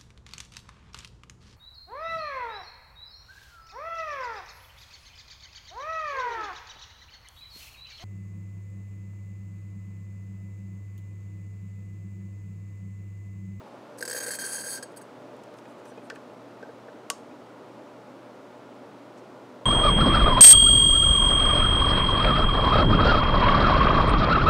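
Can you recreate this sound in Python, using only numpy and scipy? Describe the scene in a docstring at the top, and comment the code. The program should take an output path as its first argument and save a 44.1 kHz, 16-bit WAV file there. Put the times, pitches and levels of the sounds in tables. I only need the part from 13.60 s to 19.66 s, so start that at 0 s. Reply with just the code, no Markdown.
"""A small workshop, one microphone close to a metal can. A plastic syringe sucks at thick liquid in the
can's neck: air breaks through at the tip in spurts that pop, gurgle and hiss in the barrel's resonances.
Later, just as close, the syringe taps the can, whose wall rings, and fingers rub on the plastic.
The room answers with a short tail; behind it all lie a fan's rush and a mains hum."""
import sys
import numpy as np
from scipy import signal
from scipy.fft import rfft, irfft, next_fast_len
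from scipy.io import wavfile

SR = 44100
rng = np.random.default_rng(int(sys.argv[2]) if len(sys.argv) > 2 else 0)


def pcm_store(signal):
    """Save signal as 16-bit PCM."""
    levels = np.round(np.clip(np.atleast_2d(signal), -1, 1) * 32767)
    wavfile.write(sys.argv[1], SR, levels.astype(np.int16).T)


N = 267069

# air breaking in at the tip: (time [s], hiss drive [dB], pop drive [dB], gurgle drive [dB], open for [s])
SPURTS = [(0.374, -41, -22, -20, 0.0043), (0.383, -26.5, -8, -12, 0.006), (0.4071, -21, -9, 12.5, 0.004),
          (0.4253, -15, 17.5, 14, 0.0027), (0.4513, -17, -6, 3, 0.0053), (0.477, -15.5, 9.5, 14.5, 0.0058),
          (0.497, -15, 10, 11, 0.0055), (0.5108, -15, 14, -1, 0.005), (0.5284, -14.5, 13, 5, 0.0057),
          (0.5467, -16, 14.5, 17, .007), (0.562, -14.5, 11, 10, 0.0078), (0.5759, -15.5, 6, 14, 0.011),
          (0.6017, -17, 0, 10, 0.0087), (0.624, -16.5, -9, 9, 0.02), (0.641, -17, -2, -4, 0.0051),
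          (0.662, -16, 5, 13, 0.0081), (0.6787, -15.5, 7, 16, 0.011), (0.706, -15, 13, -2, 0.015),
          (0.735, -16.5, 12, 2, 0.018), (0.787, -17, 14, -6, 0.033), (0.8383, -17, 12.5, -2, 0.025),
          (0.8739, -21, 5, 11, 0.037), (0.9185, -17.5, -5, -8, 0.031), (0.9465, -18, 1, -7, 0.022),
          (0.9821, -19, 7, 0, 0.032), (1.038, -20.5, 6.5, 0, 0.023), (1.0657, -20, 5, 14, 0.023),
          (1.0864, -18.5, 3, 0, 0.043), (1.125, -18.5, -6, -9, 0.029), (1.15, -23, -11, 0, 0.02),
          (1.175, -23.5, -5, 4, 0.0075), (1.226, -22.5, -3, 15, 0.005), (1.317, -51, -26, -26, .004),
          (1.3616, -36, -18, -17, .005), (1.37, -27.5, -10, -13, 0.0042), (1.4126, -36, -7, -11, 0.0046),
          (1.4529, -56, -24, -24, .002)]
# brightness of the hiss: (time [s], tilt about 8 kHz [dB/octave])
HISS_TILT = [(.375, 0), (.42, -3), (.5, -2.5), (.6, -2.4), (.8, -2.3), (.93, -2.1), (1.1, -0.5),
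             (1.2, -3.5), (1.25, -5.5), (1.36, 5), (1.42, 5)]
# the hiss swells and sinks around one high pitch: (time [s], boost [dB])
HISS_SHINE = [(.4, -1.5), (.6, -3.5), (.75, -0.5), (.8, -1), (.9, 5.5), (.95, 3), (1.02, -3), (1.09, 1),
              (1.17, -6), (1.23, 0)]
# air and wall resonances of the barrel, low to high: (pitch [Hz])
BARREL_HZ = [490, 1579, 1640, 1850, 2100, 2430, 3190, 4140, 4350, 4480, 4620, 4770, 5340, 5900, 6545, 6680,
             6980, 7750, 7975, 8225, 8790, 9300, 9760, 9900, 10380, 10520, 11100, 11800, 12100, 12730,
             13500, 14050, 14700, 15350]
# the same resonances: (width [Hz], gain at 0.8 s [dB], growth as the barrel fills [dB/s])
BARREL_SHAPES = [(55.6, -3.5, -6.5), (47, 0.5, 3), (58.4, -8.5, 3), (195, -17, -13), (150, -39, -17),
                 (84, -45, -4), (35.8, -10, 8), (80, -34, 0), (60, -10, 6), (120, -24, 21), (107, -11, 9),
                 (184, -15, 9), (200, -32, -6), (120, -17, -1), (53.6, -3, 7), (99, -12.5, -2),
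                 (100, -27, -1), (134, -8.5, -6), (54.3, -8.5, 16), (45, 1, 3), (60, -10, 8),
                 (76, -3, -1.5), (80, -23, 11), (140, -5, 4.5), (45, -23, 14), (60.3, -5.5, -1),
                 (100, -18, -8), (80, -14, -3), (53, -15, -6), (46, -11.5, -3), (100, -18, -4),
                 (140, -33, 1), (120, -22, -2), (180, -36, 1)]
# bands the barrel does not pass: (pitch [Hz], width [Hz])
BARREL_NOTCHES = [(2950, 230), (3400, 310), (7280, 410)]
# syringe on can: (time [s], crack [dB], crack top [Hz], plastic ring over the crack [dB],
# wall [dB], wall centre [Hz], wall spread [octaves], thud [dB])
TAPS = [(1.734, -65, 5000, -6, -67, 1500, .45, -33.5), (1.766, -67, 12100, 6, -66, 1500, .45, -58),
        (1.837, -53.5, 11000, -10, -63, 1500, .45, -59), (1.941, -59, 11000, -8, -53, 1520, 0.97, -54),
        (1.987, -45, 4500, -14, -57, 1500, .45, -62), (2.055, -46, 2800, -8, -48.5, 1700, 0.64, -57),
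        (2.255, -55, 11000, -10, -51.5, 1530, 0.97, -58), (2.318, -61, 5000, -6, -52, 1500, 0.51, -36),
        (2.376, -53, 5000, -10, -48, 2480, 0.35, -32), (2.5008, -28, 4000, -12.5, -31.5, 1430, 0.24, -40),
        (2.505, -58, 4000, -9, -31, 1810, 0.13, -55), (2.525, -57, 2940, -6, -51, 1700, .3, -31.5),
        (2.5585, -41.5, 3500, -11, -45, 1700, 0.69, -43), (3.0277, -52.5, 4970, 0, -35, 1560, 0.11, -30.5),
        (3.090, -60, 3000, -6, -47, 1590, 0.2, -33.5), (3.282, -58, 2500, -6, -42.5, 1700, 0.24, -33),
        (3.5013, -24, 8700, 4, -26, 1110, 0.41, -31.5), (3.711, -60, 3500, -8, -54, 2500, .3, -61),
        (5.578, -59, 9000, -9, -61, 1500, 0.64, -39)]
# stiff plastic under a tap: (pitch [Hz], width [Hz], gain [dB])
PLASTIC_MODES = [(1800, 900, -3), (3250, 700, 2), (5300, 1100, 4), (6800, 1400, 3), (8150, 1000, 2),
                 (10500, 1800, -7)]
# the can's metal wall: (pitch [Hz], t60 [s])
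WALL_MODES = [(720, 0.03), (960, 0.034), (1125, 0.091), (1290, 0.024), (1440, 0.037), (1561, 0.067),
              (1690, 0.039), (1776, 0.034), (1985, 0.03), (2500, 0.08), (3170, 0.077)]
# air and liquid inside the can: (pitch [Hz], t60 [s], gain [dB])
THUD_MODES = [(471, 0.05, 1.5), (610, 0.033, -1.5), (850, 0.033, -6.5)]
# finger strokes, squeaky where narrow: (time [s], length [s], level [dB], centre [Hz], width [Hz])
RUBS = [(1.96, .05, -69, 8500, 5000), (2.06, .08, -72, 8500, 6000), (2.17, .04, -71, 7000, 4000),
        (2.247, .02, -66, 6000, 400), (2.245, .08, -66, 8000, 5000), (2.268, .045, -66, 8700, 500),
        (2.285, .035, -67, 5950, 300), (2.425, .06, -68, 8500, 3000), (2.549, .017, -62, 8000, 5000),
        (5.56, .05, -68, 6000, 4500)]
# spectrum of the fan's rush: (frequency [Hz], relative density [dB])
FAN_SPECTRUM = [(25, -39.5), (86, -24.5), (107, -15), (150, -10), (200, -9), (246, -2.5), (399, -4.5),
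                (598, -4.5), (762, -8.5), (900, -9.5), (1350, -13.5), (1620, -19.5), (3720, -28.5),
                (9000, -41), (15500, -50.5)]
# wavering tones in the rush: (pitch [Hz], width [Hz], rms level [dB])
FAN_TONES = [(198.7, 6.4, -66.5), (250.5, 7.1, -59.5), (290.7, 8.7, -61), (368.5, 21, -64),
             (504, 10.6, -63), (592.8, 23, -56.5), (632.4, 30, -62.5), (851.5, 23, -63), (958, 11, -67),
             (1423, 21, -71)]


def syringe_slurp():
    """Close up: each spurt opens with a pop, holds a hiss and dies as the liquid closes the tip again."""
    start, hiss_db, pop_db, gurgle_db, open_s = np.array(SPURTS).T[:, :, None]
    size = round(1.7 * SR)
    t = np.arange(size) / SR
    coarse_t = t[::8]
    rise_s, close_t60 = 0.00052, 0.02 + 3.7 * open_s   # a long spurt also dies slowly
    age = coarse_t - start
    opening_db = 20 * np.log10(np.clip(age / rise_s, 1e-6, 1))
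    envelope_db = hiss_db + opening_db - 60 * np.maximum(age - rise_s - open_s, 0) / close_t60
    tilt_db = np.interp(start, *np.transpose(HISS_TILT))
    shine_db = np.interp(start, *np.transpose(HISS_SHINE))

    def kicks(db):
        """One impulse as each spurt opens."""
        train = np.full(size, 1e-18)
        train[np.round(start * SR).astype(int)] = from_db(db)
        return train

    pops = resonate(kicks(pop_db), hz=1700, width_hz=680)
    gurgles = resonate(kicks(gurgle_db), BARREL_HZ[0], width_hz=150)
    jet = butterworth(rms_one(grainy_noise(size, spread_db=6.1)), 1, 3000, "high")   # spray makes it grainy

    def drive(hz, noise):
        """Flow noise as felt at one pitch, plus gurgles for the lowest resonance or pops for the rest."""
        shine = shine_db * pitch_bell(hz, centre_hz=9500, octaves=0.23)
        flow = from_db(np.max(envelope_db + shine + tilt_db * np.log2(hz / 8000), axis=0))
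        return np.interp(t, coarse_t, flow) * noise + (gurgles if hz == BARREL_HZ[0] else pops)

    tip_hiss = from_db(-25.5) * resonate(drive(13000, jet[::-1]), hz=11000, width_hz=5000)
    # the liquid film bursts as a spurt opens, more weakly for a long or a thin, bright one
    films = kicks(hiss_db - 298 * open_s - np.maximum(tilt_db, 0))
    bursts = rng.standard_normal(size) * signal.fftconvolve(films, decay(t60=0.015, size=2000))[:size]
    crackle = from_db(-6.5) * resonate_twice(bursts, hz=4700, width_hz=1600)
    out = np.zeros(N)
    out[:size] = tip_hiss + crackle
    slosh_db, slosh_per_s = 1.5, 25   # each resonance wavers on its own as the liquid sloshes
    for k, (hz, (width_hz, db, growth_db)) in enumerate(zip(BARREL_HZ, BARREL_SHAPES)):
        waver_db = slosh_db * np.interp(t * slosh_per_s, np.arange(100), rng.standard_normal(100))
        gain = from_db(db + growth_db * (t - .8) + waver_db)
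        polarity = 1 if hz < 1700 else (-1) ** k   # the close low pair starts in step, then beats
        out[:size] += polarity * resonate(gain * drive(hz, np.roll(jet, 997 * k)), hz, width_hz)
    for hz, width_hz in BARREL_NOTCHES:
        out -= resonate(out + 1e-18, hz, width_hz)
    return out


def can_taps():
    """Close up: plastic cracks on the can, then the wall modes near the spot swing up over a dull thud."""
    out, size = np.zeros(N), 6000
    t = np.arange(size) / SR
    swing_up = 1 - np.exp(-t / 0.0023)
    wall_hz, wall_t60 = np.array(WALL_MODES).T[:, :, None]
    modes = np.sin(2 * np.pi * wall_hz * t) * decay(wall_t60, size) * swing_up
    thud = sum(from_db(db) * np.sin(2 * np.pi * hz * t) * decay(t60, size) for hz, t60, db in THUD_MODES)
    thud *= swing_up
    click = from_db(15) * (t == 0)
    for time_s, crack_db, top_hz, ring_db, wall_db, centre_hz, octaves, thud_db in TAPS:
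        splinters, signs = rng.standard_normal((2, size))
        contact = butterworth(click + splinters * decay(t60=.02, size=size), 2, top_hz, "low")
        ring = sum(from_db(db) * resonate(contact, hz, width_hz) for hz, width_hz, db in PLASTIC_MODES)
        crack = butterworth(contact, 1, 900, "high") + from_db(ring_db) * ring
        shares = pitch_bell(wall_hz, centre_hz, octaves) * np.sign(signs[:len(WALL_MODES), None])
        wall = (shares * modes).sum(0)
        at = round(time_s * SR)
        out[at:at + size] += from_db(crack_db) * crack + from_db(wall_db) * wall + from_db(thud_db) * thud
    return out


def finger_rubs():
    """Faint even this near: skin on plastic makes short swells of grainy, high noise."""
    out, size = np.zeros(N), 4410
    t = np.arange(size) / SR
    for time_s, length_s, db, hz, width_hz in RUBS:
        friction = rms_one(resonate_twice(grainy_noise(size, spread_db=5), hz, width_hz))
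        swell = np.sin(np.pi * np.clip(t / length_s, 0, 1))
        at = round(time_s * SR)
        out[at:at + size] += from_db(db) * swell * friction
    return out


def workshop_echo(near):
    """The room at the microphone: close surfaces answer first, then a bright, diffuse tail dies away."""
    size, gap_s, echo_db = SR // 2, .002, -16.5
    tail = butterworth(rng.standard_normal(size), 1, [3800, 8000], "band")
    tail *= from_db(4) * decay(t60=0.064, size=size) + decay(t60=0.3, size=size)
    tail[:round(gap_s * SR)] = 0
    return from_db(echo_db) * signal.fftconvolve(near, tail / np.sqrt(np.sum(tail ** 2)))[:N]


def fan():
    """In the background: a steady rush of air with faint wavering tones."""
    size = next_fast_len(N)
    curve_hz, curve_db = np.transpose(FAN_SPECTRUM)
    bins_hz = np.maximum(np.fft.rfftfreq(size, 1 / SR), 1)
    spectrum = from_db(np.interp(np.log(bins_hz), np.log(curve_hz), curve_db))
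    rush = irfft(rfft(rng.standard_normal(size)) * spectrum, size)[:N]
    air = rng.standard_normal(N)
    tones = sum(from_db(db) * rms_one(resonate_twice(air, hz, width_hz)) for hz, width_hz, db in FAN_TONES)
    return from_db(-47) * rms_one(rush) + tones


def mains_hum(hz=120, rms_db=-63):
    """Under the fan: one steady, low tone from the mains."""
    return np.sqrt(2) * from_db(rms_db) * np.sin(2 * np.pi * hz * np.arange(N) / SR)


def from_db(db):
    """Gain of a level in dB."""
    return 10 ** (np.asarray(db) / 20)


def rms_one(x):
    """Scaled to rms 1."""
    return x / np.sqrt(np.mean(x ** 2) + 1e-20)


def decay(t60, size):
    """Exponential fall from 1, by 60 dB in t60 seconds."""
    return from_db(-60 * np.arange(size) / SR / t60)


def grainy_noise(size, spread_db):
    """Noise whose level jumps at every sample."""
    return rng.standard_normal(size) * from_db(spread_db * rng.standard_normal(size))


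def pitch_bell(hz, centre_hz, octaves):
    """Bell-shaped weight over pitch, 1 at the centre."""
    return np.exp(-(np.log2(hz / centre_hz) / octaves) ** 2)


def butterworth(x, order, hz, kind):
    """Low-, high- or band-pass filter."""
    return signal.sosfilt(signal.butter(order, hz, kind, fs=SR, output="sos"), x)


def resonate(x, hz, width_hz):
    """Two-pole resonance with gain 1 at its peak."""
    r = np.exp(-np.pi * width_hz / SR)
    poles = [1, -2 * r * np.cos(2 * np.pi * hz / SR), r * r]
    return signal.lfilter([(1 - r * r) / 2, 0, (r * r - 1) / 2], poles, x)


def resonate_twice(x, hz, width_hz):
    """Two equal resonances in series, for steeper skirts."""
    return resonate(resonate(x, hz, width_hz), hz, width_hz)


def scene():
    """At the microphone, in mono: hands at the can up close, their echo, and the room tone behind."""
    near = syringe_slurp() + can_taps() + finger_rubs()
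    return (near + workshop_echo(near) + fan() + mains_hum())[None]


def record(dry):
    """The recorder cuts the top steeply."""
    cutoff_hz = 15750
    return signal.sosfilt(signal.ellip(12, .5, 70, cutoff_hz, fs=SR, output="sos"), dry)


dry = scene()
out = record(dry)
pcm_store(out)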